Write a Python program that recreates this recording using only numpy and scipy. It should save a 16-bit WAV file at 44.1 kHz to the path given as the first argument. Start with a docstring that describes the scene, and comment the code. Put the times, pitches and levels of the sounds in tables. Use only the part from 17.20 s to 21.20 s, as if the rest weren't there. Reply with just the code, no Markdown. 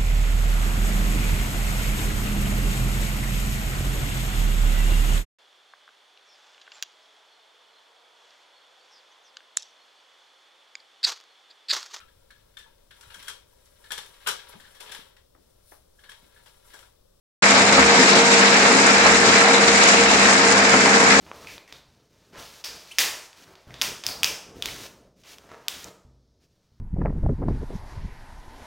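"""A dense clatter of steel balls and ore cuts in abruptly: a grinding mill, outdoors by a brick wall.
The charge falls without pause inside the drum as thuds, clangs, clacks, clinks and grit, swelling
when it slumps. Heavy balls knock singly and showers of balls ring bare steel.
Under the clatter the pinion drones on the ring gear, the gearbox whines and the frame hums."""
import sys
import numpy as np
from scipy import signal
from scipy.fft import rfft, irfft
from scipy.io import wavfile
from scipy.ndimage import uniform_filter1d

SR = 44100
rng = np.random.default_rng(int(sys.argv[2]) if len(sys.argv) > 2 else 0)


def log_audio(samples):
    """Write samples as a 16-bit WAV file to the path given in sys.argv[1]."""
    # one column per channel
    frames = np.atleast_2d(samples).T
    # limit to full scale, then quantise
    limited = np.clip(frames, -1, 1)
    pcm = np.round(limited * 32767).astype(np.int16)
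    wavfile.write(sys.argv[1], SR, pcm)


N = 176400
TIME_S = np.arange(N) / SR
FREQ_HZ = np.arange(N // 2 + 1) * SR / N
SIDES = np.array([[1], [-1]])  # left, right


def charge(gain_db=-14, flutter_db=0.6):
    """Balls and ore hit the drum in five sizes of impact, swelling as the charge slumps."""
    # thud, clang, clack, clink, grit: low_hz, high_hz, hits_per_s, t60_s, spread_db, swell_db, level_db
    impact_sizes = [(25, 543, 800, 0.11, 3, -0.9, -0.6), (528, 1260, 900, 0.055, 3.5, 0, 1.46),
                    (1170, 2770, 850, 0.048, 3.5, 0.52, -0.5), (2930, 5450, 900, 0.061, 4, 0.5, 0.5),
                    (6010, 10080, 1000, 0.08, 9, 0.75, 2.5)]
    # slumps and lulls: centre_s, half_length_s, thud_db, clang_db, clack_db, clink_db, grit_db
    slumps = [(0.26, 0.018, -1.5, 1, 3.5, -1, 0.5), (0.315, 0.0092, 2, 2, 2, -1, 3.5),
              (0.374, 0.026, 0, 5, 1.0, 2.5, 0.5), (0.545, 0.015, 2.5, 3.5, 1.5, 2, -0.5),
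              (0.593, 0.015, 3, 6.5, 2.0, 3, -2), (0.628, 0.007, -2, 2.0, 4, 1.5, 2),
              (0.75, 0.031, -1, 4.5, 0, 3.5, 1.5), (0.8, 0.05, 5, -2, 1.5, 2.5, 3),
              (0.9, 0.028, -1, -0.5, 1.0, 3.5, 2.0), (0.954, 0.041, 6, 2.5, 0.0, 2.5, 0),
              (1.137, 0.011, 4.5, -6, 0.5, 4, 3), (1.237, 0.019, 1.5, 2, 4.5, 3, -1.5),
              (1.36, 0.017, -2.0, 0.5, 4.5, -0.5, -1), (1.461, 0.013, 1.0, 4, 1.5, -1, -2),
              (1.557, 0.087, 2, 1, 1, 0.5, 2.0), (1.683, 0.014, -1, 2.5, 3, -0.5, -1),
              (1.765, 0.016, 3, 0.5, 0.5, 0, 0), (1.877, 0.042, 3, 4.5, 3, 1, 0.0),
              (1.955, 0.045, 0.5, -1.0, 1.5, 1.5, 0.5), (2.087, 0.023, 3, 1.5, -0.5, 4.5, 1),
              (2.19, 0.055, -1.5, 0, 2.5, 2, 0), (2.268, 0.035, 0.5, 4, 0.5, -0.5, -2),
              (2.39, 0.064, -1, 1.0, 1, -1.5, -1), (2.485, 0.012, 3, -1, 1.5, 5, 3.0),
              (2.627, 0.016, -3, 2, 0.5, 2.5, 2), (2.697, 0.018, -4, 2, 1.0, 4.5, 3.5),
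              (2.802, 0.025, -1.0, -0.5, 0, 0.0, 0), (2.945, 0.02, 5, 3, 0.0, 3, 1),
              (3.12, 0.025, -2, 2, 1.5, 1.5, 3), (3.206, 0.034, 1, -1.5, 0.0, 1.5, -1.0),
              (3.312, 0.032, -1, 0, 0, 2.5, 3.5), (3.39, 0.029, 0, 0, -0.0, 1.0, -0.5),
              (3.546, 0.015, 4.5, 5, 3.5, -1, 1.5), (3.627, 0.035, -0.5, -3.5, 0, 1, -0.5),
              (3.74, 0.011, 0, -2, 2, 1.5, 0), (3.81, 0.034, -0.5, 2, -1.5, -1.5, 1.0),
              (3.92, 0.017, -3, -2, 3.5, 4, 1)]
    # clink and grit level: time_s, gain_db
    fine_level = [(.22, -.5), (.7, -2.1), (1.2, 0.2), (2.0, -1.26), (2.85, -0.1), (3.1, -1.5), (4, -1.4)]
    # listener turning towards the drum: time_s, share
    facing = [(.22, 0), (2.7, 0), (3.3, 0.5), (4, 1)]
    # lift when facing it: thud_db, clang_db, clack_db, clink_db, grit_db
    facing_db = [.8, 1.0, 1, 0.092, 0.23]
    clumps_db = flutter_db * walk(80)  # balls landing together
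    spectrum = 0
    for k, (low_hz, high_hz, hits_per_s, t60_s, spread_db, swell_db, level_db) in enumerate(impact_sizes):
        slump_db = sum(lift_db[k] * bump(TIME_S - at_s, half_s) for at_s, half_s, *lift_db in slumps)
        level_db += slump_db + clumps_db + swell_db * walk(12) + facing_db[k] * curve(facing)
        if k > 2:
            level_db += curve(fine_level)
        hits = bandpass(impacts(hits_per_s, t60_s, spread_db), low_hz, high_hz)
        spectrum += rfft(even_loudness(hits) * np.std(hits) * undb(level_db))
    return undb(gain_db) * irfft(stereo_image(spectrum * shell_gain()), N)


def impacts(hits_per_s, t60_s, spread_db, spots=12):
    """Hits of random size and timing, spread over several spots of the shell."""
    spectrum = 0
    for _ in range(spots):
        struck = np.flatnonzero(rng.random(N) < hits_per_s / spots / SR)
        size, polarity = rng.standard_normal((2, len(struck)))
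        hits = np.zeros(N)
        hits[struck] = undb(spread_db * np.minimum(size, 2)) * np.sign(polarity)
        spectrum += rfft(hits) * rfft(shell_strike(t60_s), N)
    return unit(irfft(spectrum, N))


def shell_strike(t60_s, crack_s=0.00043, crack_db=-10, wall_s=0.013, yard_t60_s=0.22, yard_db=-2.5):
    """One stereo strike: a contact crack, dense modes dying away, then the yard's reverberation."""
    t = np.arange(SR // 4) / SR
    crack = undb(crack_db) * np.exp(-t / crack_s)
    body = unit(undb(-60 * t / t60_s) * (1 + crack))
    yard = unit(undb(-60 * t / yard_t60_s) * (t > wall_s))
    return np.hypot(body, undb(yard_db) * yard) * rng.standard_normal((2, len(t)))


def even_loudness(hits, span_s=0.05, evenness=0.9):
    """Evens out the loudness of the random hits into a steady clatter."""
    power = smooth(np.mean(hits ** 2, axis=0), int(span_s * SR))
    return unit(hits / (power + 1e-9) ** (evenness / 2))


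def shell_gain():
    """Frequency response of the steel shell: a broad colour plus three ringing modes."""
    # shell colour: freq_hz, gain_db
    colour = [(25, -32), (50, -24.5), (110, -17), (170, -7), (225, -1), (270, 2), (310, -5), (370, -4),
              (420, 0), (540, -7.5), (615, -6), (690, -2), (770, -3.5), (940, -4.5), (1150, -4),
              (1750, 0.5), (2350, -2), (2750, -7), (3250, -10.5), (4100, -9.5), (5200, -7.5), (6200, -11),
              (7300, -8.5), (8000, -15.5), (8800, -21.5), (10000, -26), (11500, -52)]
    # shell modes: pitch_hz, width_hz, lift_db
    modes = [(540, 26, 7.5), (1053, 13, 4), (1330, 70, 2.5)]
    modes_db = sum(db / (1 + (2 * (FREQ_HZ - hz) / width_hz) ** 2) for hz, width_hz, db in modes)
    return unit(undb(by_hz(colour) + modes_db))


def stereo_image(spectra):
    """Mix two independent spectra to left and right: low mids alike, treble diffuse."""
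    # channel balance: freq_hz, left_minus_right_db
    balance = [(60, -8), (200, 3), (600, 1.5), (1100, 3), (1900, 1), (2400, 0.5), (2750, -3.5), (3300, 1),
               (4100, 6), (5200, 7.5), (6200, 0), (7300, -13.5), (8800, -14), (11000, -27)]
    # channel likeness: freq_hz, correlation
    likeness = [(50, 0.12), (170, 0.87), (280, 0.98), (500, 0.77), (700, 0.72), (1000, 0.19),
                (1350, -0.046), (1750, -0.18), (2350, 0.21), (3050, -0.26), (3900, 0.045), (5000, -0.053)]
    mid, side = spectra
    alike = by_hz(likeness)
    pair = mid * np.sqrt((1 + alike) / 2) + SIDES * side * np.sqrt((1 - alike) / 2)
    pan = undb(SIDES * by_hz(balance) / 2)
    return pair * pan / np.sqrt(np.mean(pan ** 2, axis=0))


def knocks(gain_db=7.5):
    """Single heavy balls land on the shell and stand out of the clatter."""
    # landings: start_s, level_db
    landings = [(0.431, -12), (1.337, -13), (1.392, -10), (1.616, -13), (1.675, -4), (2.578, -3),
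                (2.888, -12), (3.658, -2), (3.741, -5)]
    out = np.zeros((2, N + SR))
    for start_s, level_db in landings:
        blow = shell_strike(t60_s=0.06)
        start = int(start_s * SR)
        out[:, start:start + blow.shape[1]] += undb(level_db + gain_db) * blow / np.abs(blow).max()
    return bandpass(out[:, :N], low_hz=550, high_hz=2480)


def bare_steel(hits_per_s=160, spread_db=2.5, t60_s=0.075, scatter=0.008, shower_oct=0.4, top_hz=6130):
    """Balls ring bare steel, slightly off pitch; each shower lifts the modes near its own pitch."""
    # steel modes: pitch_hz, level_db
    modes = [(2190, -36), (2336, -34.5), (2450, -41), (2562, -38.5), (2680, -41), (2830, -38.5),
             (2990, -43), (3229, -42), (3550, -38), (3779, -38.5), (3985, -32.5), (4380, -35), (4835, -42),
             (5275, -44)]
    # showers of balls: centre_s, half_length_s, pitch_hz, lift_db
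    showers = [(.92, 0.12, 5000, 7), (1.257, 0.24, 2880, 6.5), (2.35, .08, 3700, 8),
               (2.693, 0.11, 2800, 6.5), (2.88, 0.17, 2720, 7.5)]
    # ringing fades as the listener turns away: time_s, gain_db
    ring_level = [(.22, 2), (2.0, -2.5), (2.95, -1), (3.06, -1), (3.3, -18), (4, -9)]
    struck = np.flatnonzero(rng.random(N) < hits_per_s / SR)
    sizes = undb(spread_db * np.clip(rng.standard_normal(len(struck)), -2, 2))
    decay = undb(-60 / (t60_s * SR))
    out = 0
    for mode_hz, level_db in modes:
        hits = np.zeros((2, N), complex)
        hits[:, struck] = sizes * np.exp(2j * np.pi * rng.random((2, len(struck))))
        envelope = signal.lfilter([1], [1, -decay], hits)
        phase = 2 * np.pi * np.cumsum(mode_hz * (1 + scatter * walk(39.98))) / SR
        ringing = unit(np.imag(envelope * np.exp(1j * phase)))
        shower_db = sum(lift_db * bump(TIME_S - at_s, half_s) * bump(np.log2(mode_hz / hz), shower_oct)
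                        for at_s, half_s, hz, lift_db in showers)
        out += ringing * undb(level_db + shower_db)
    lowpass = signal.butter(4, top_hz, fs=SR, output="sos")
    return signal.sosfilt(lowpass, out) * undb(curve(ring_level))


def ring_gear(tooth_hz=33.57):
    """The pinion drones on the ring gear at multiples of the tooth rate."""
    # drone partials: multiple, level_db
    partials = [(4, -46.5), (6, -28.5), (8, -42.5), (10, -37.5), (20, -33.5)]
    return tones(tooth_hz, partials, waver_db=1.1, waver_hz=19, jitter_rad=0.11)


def gearbox(balance_db=-1):
    """Meshing gears whine, drifting with shaft speed, slightly to the right."""
    # mesh rate: time_s, pitch_hz
    mesh = [(.22, 466.5), (.8, 469), (1.2, 466.0), (2.0, 466), (2.5, 467.5), (3.0, 465), (4, 464.5)]
    # whine partials: multiple, level_db
    partials = [(1, -29), (2, -38)]
    # whine swells: time_s, gain_db
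    swells = [(.22, -3.5), (.5, 1.5), (.7, 3.5), (.81, 8), (.89, -3.5), (1.02, 10), (1.3, 2), (1.39, -5),
              (1.5, 2.5), (1.72, 0), (1.88, 2.5), (2.19, 2), (2.28, 5.5), (2.55, 3.5), (2.68, -1), (2.8, 3),
              (3.0, -2), (3.15, 0), (3.23, 5), (3.45, -.5), (3.85, 4), (4, 2)]
    whine = tones(curve(mesh), partials, waver_db=2, waver_hz=26.1, jitter_rad=0.34, drift_rad=0.14)
    return whine * undb(curve(swells) + SIDES * balance_db / 2)


def frame_hum():
    """The frame hums faintly and unsteadily on two low tones."""
    # frame tones: pitch_hz, level_db
    hums = [(70.3, -52), (105.4, -51)]
    return sum(tones(hz, [(1, db)], waver_db=8, waver_hz=7.3, jitter_rad=0.3) for hz, db in hums)


def tones(base_hz, partials, waver_db, waver_hz, jitter_rad, drift_rad=0):
    """Multiples of a base rate, each wavering in level and phase with the load."""
    phase = 2 * np.pi * np.cumsum(base_hz * np.ones(N)) / SR + drift_rad * walk(4)
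    out = 0
    for multiple, level_db in partials:
        amplitude = np.sqrt(2) * undb(level_db + waver_db * walk(waver_hz))
        offset_rad = jitter_rad * walk(waver_hz) + 2 * np.pi * rng.random()
        out += amplitude * np.sin(multiple * phase + offset_rad)
    return out


def undb(db):
    return 10 ** (np.asarray(db) / 20)


def unit(x):
    return x / np.sqrt(np.mean(x ** 2))


def bump(offset, half_width):
    return np.exp(-(offset / half_width) ** 2)


def smooth(x, samples):
    return uniform_filter1d(uniform_filter1d(x, samples), samples)


def curve(points):
    """Interpolate (time_s, value) points."""
    return np.interp(TIME_S, *np.array(points).T)


def by_hz(points):
    """Interpolate (freq_hz, value) points on a log axis."""
    hz, values = np.array(points).T
    return np.interp(np.log(np.maximum(FREQ_HZ, 1)), np.log(hz), values)


def walk(rate_hz):
    """Smooth random wander, unit RMS."""
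    hold = int(SR / rate_hz)
    steps = np.repeat(rng.standard_normal(N // hold + 1), hold)
    return unit(smooth(steps, hold)[:N])


def bandpass(x, low_hz, high_hz):
    """Band filter: the power between two low-pass slopes."""
    power = 1 / (1 + (FREQ_HZ / high_hz) ** 10) - 1 / (1 + (FREQ_HZ / low_hz) ** 10)
    return irfft(rfft(x) * np.sqrt(np.abs(power)), N)


def scene():
    return charge() + knocks() + bare_steel() + ring_gear() + gearbox() + frame_hum()


def record(dry, start_s=0.2212, rise_s=0.0055, ceiling=0.92, top_hz=11400):
    """Abrupt switch-on, rounded peaks, steep treble cut."""
    gate = np.clip((TIME_S - start_s) / rise_s, 0, 1)
    rounded = dry / (1 + (dry / ceiling) ** 8) ** (1 / 8)
    lowpass = signal.ellip(8, 0.2, 80, top_hz, fs=SR, output="sos")
    return signal.sosfilt(lowpass, rounded * gate)


dry = scene()
out = record(dry)
log_audio(out)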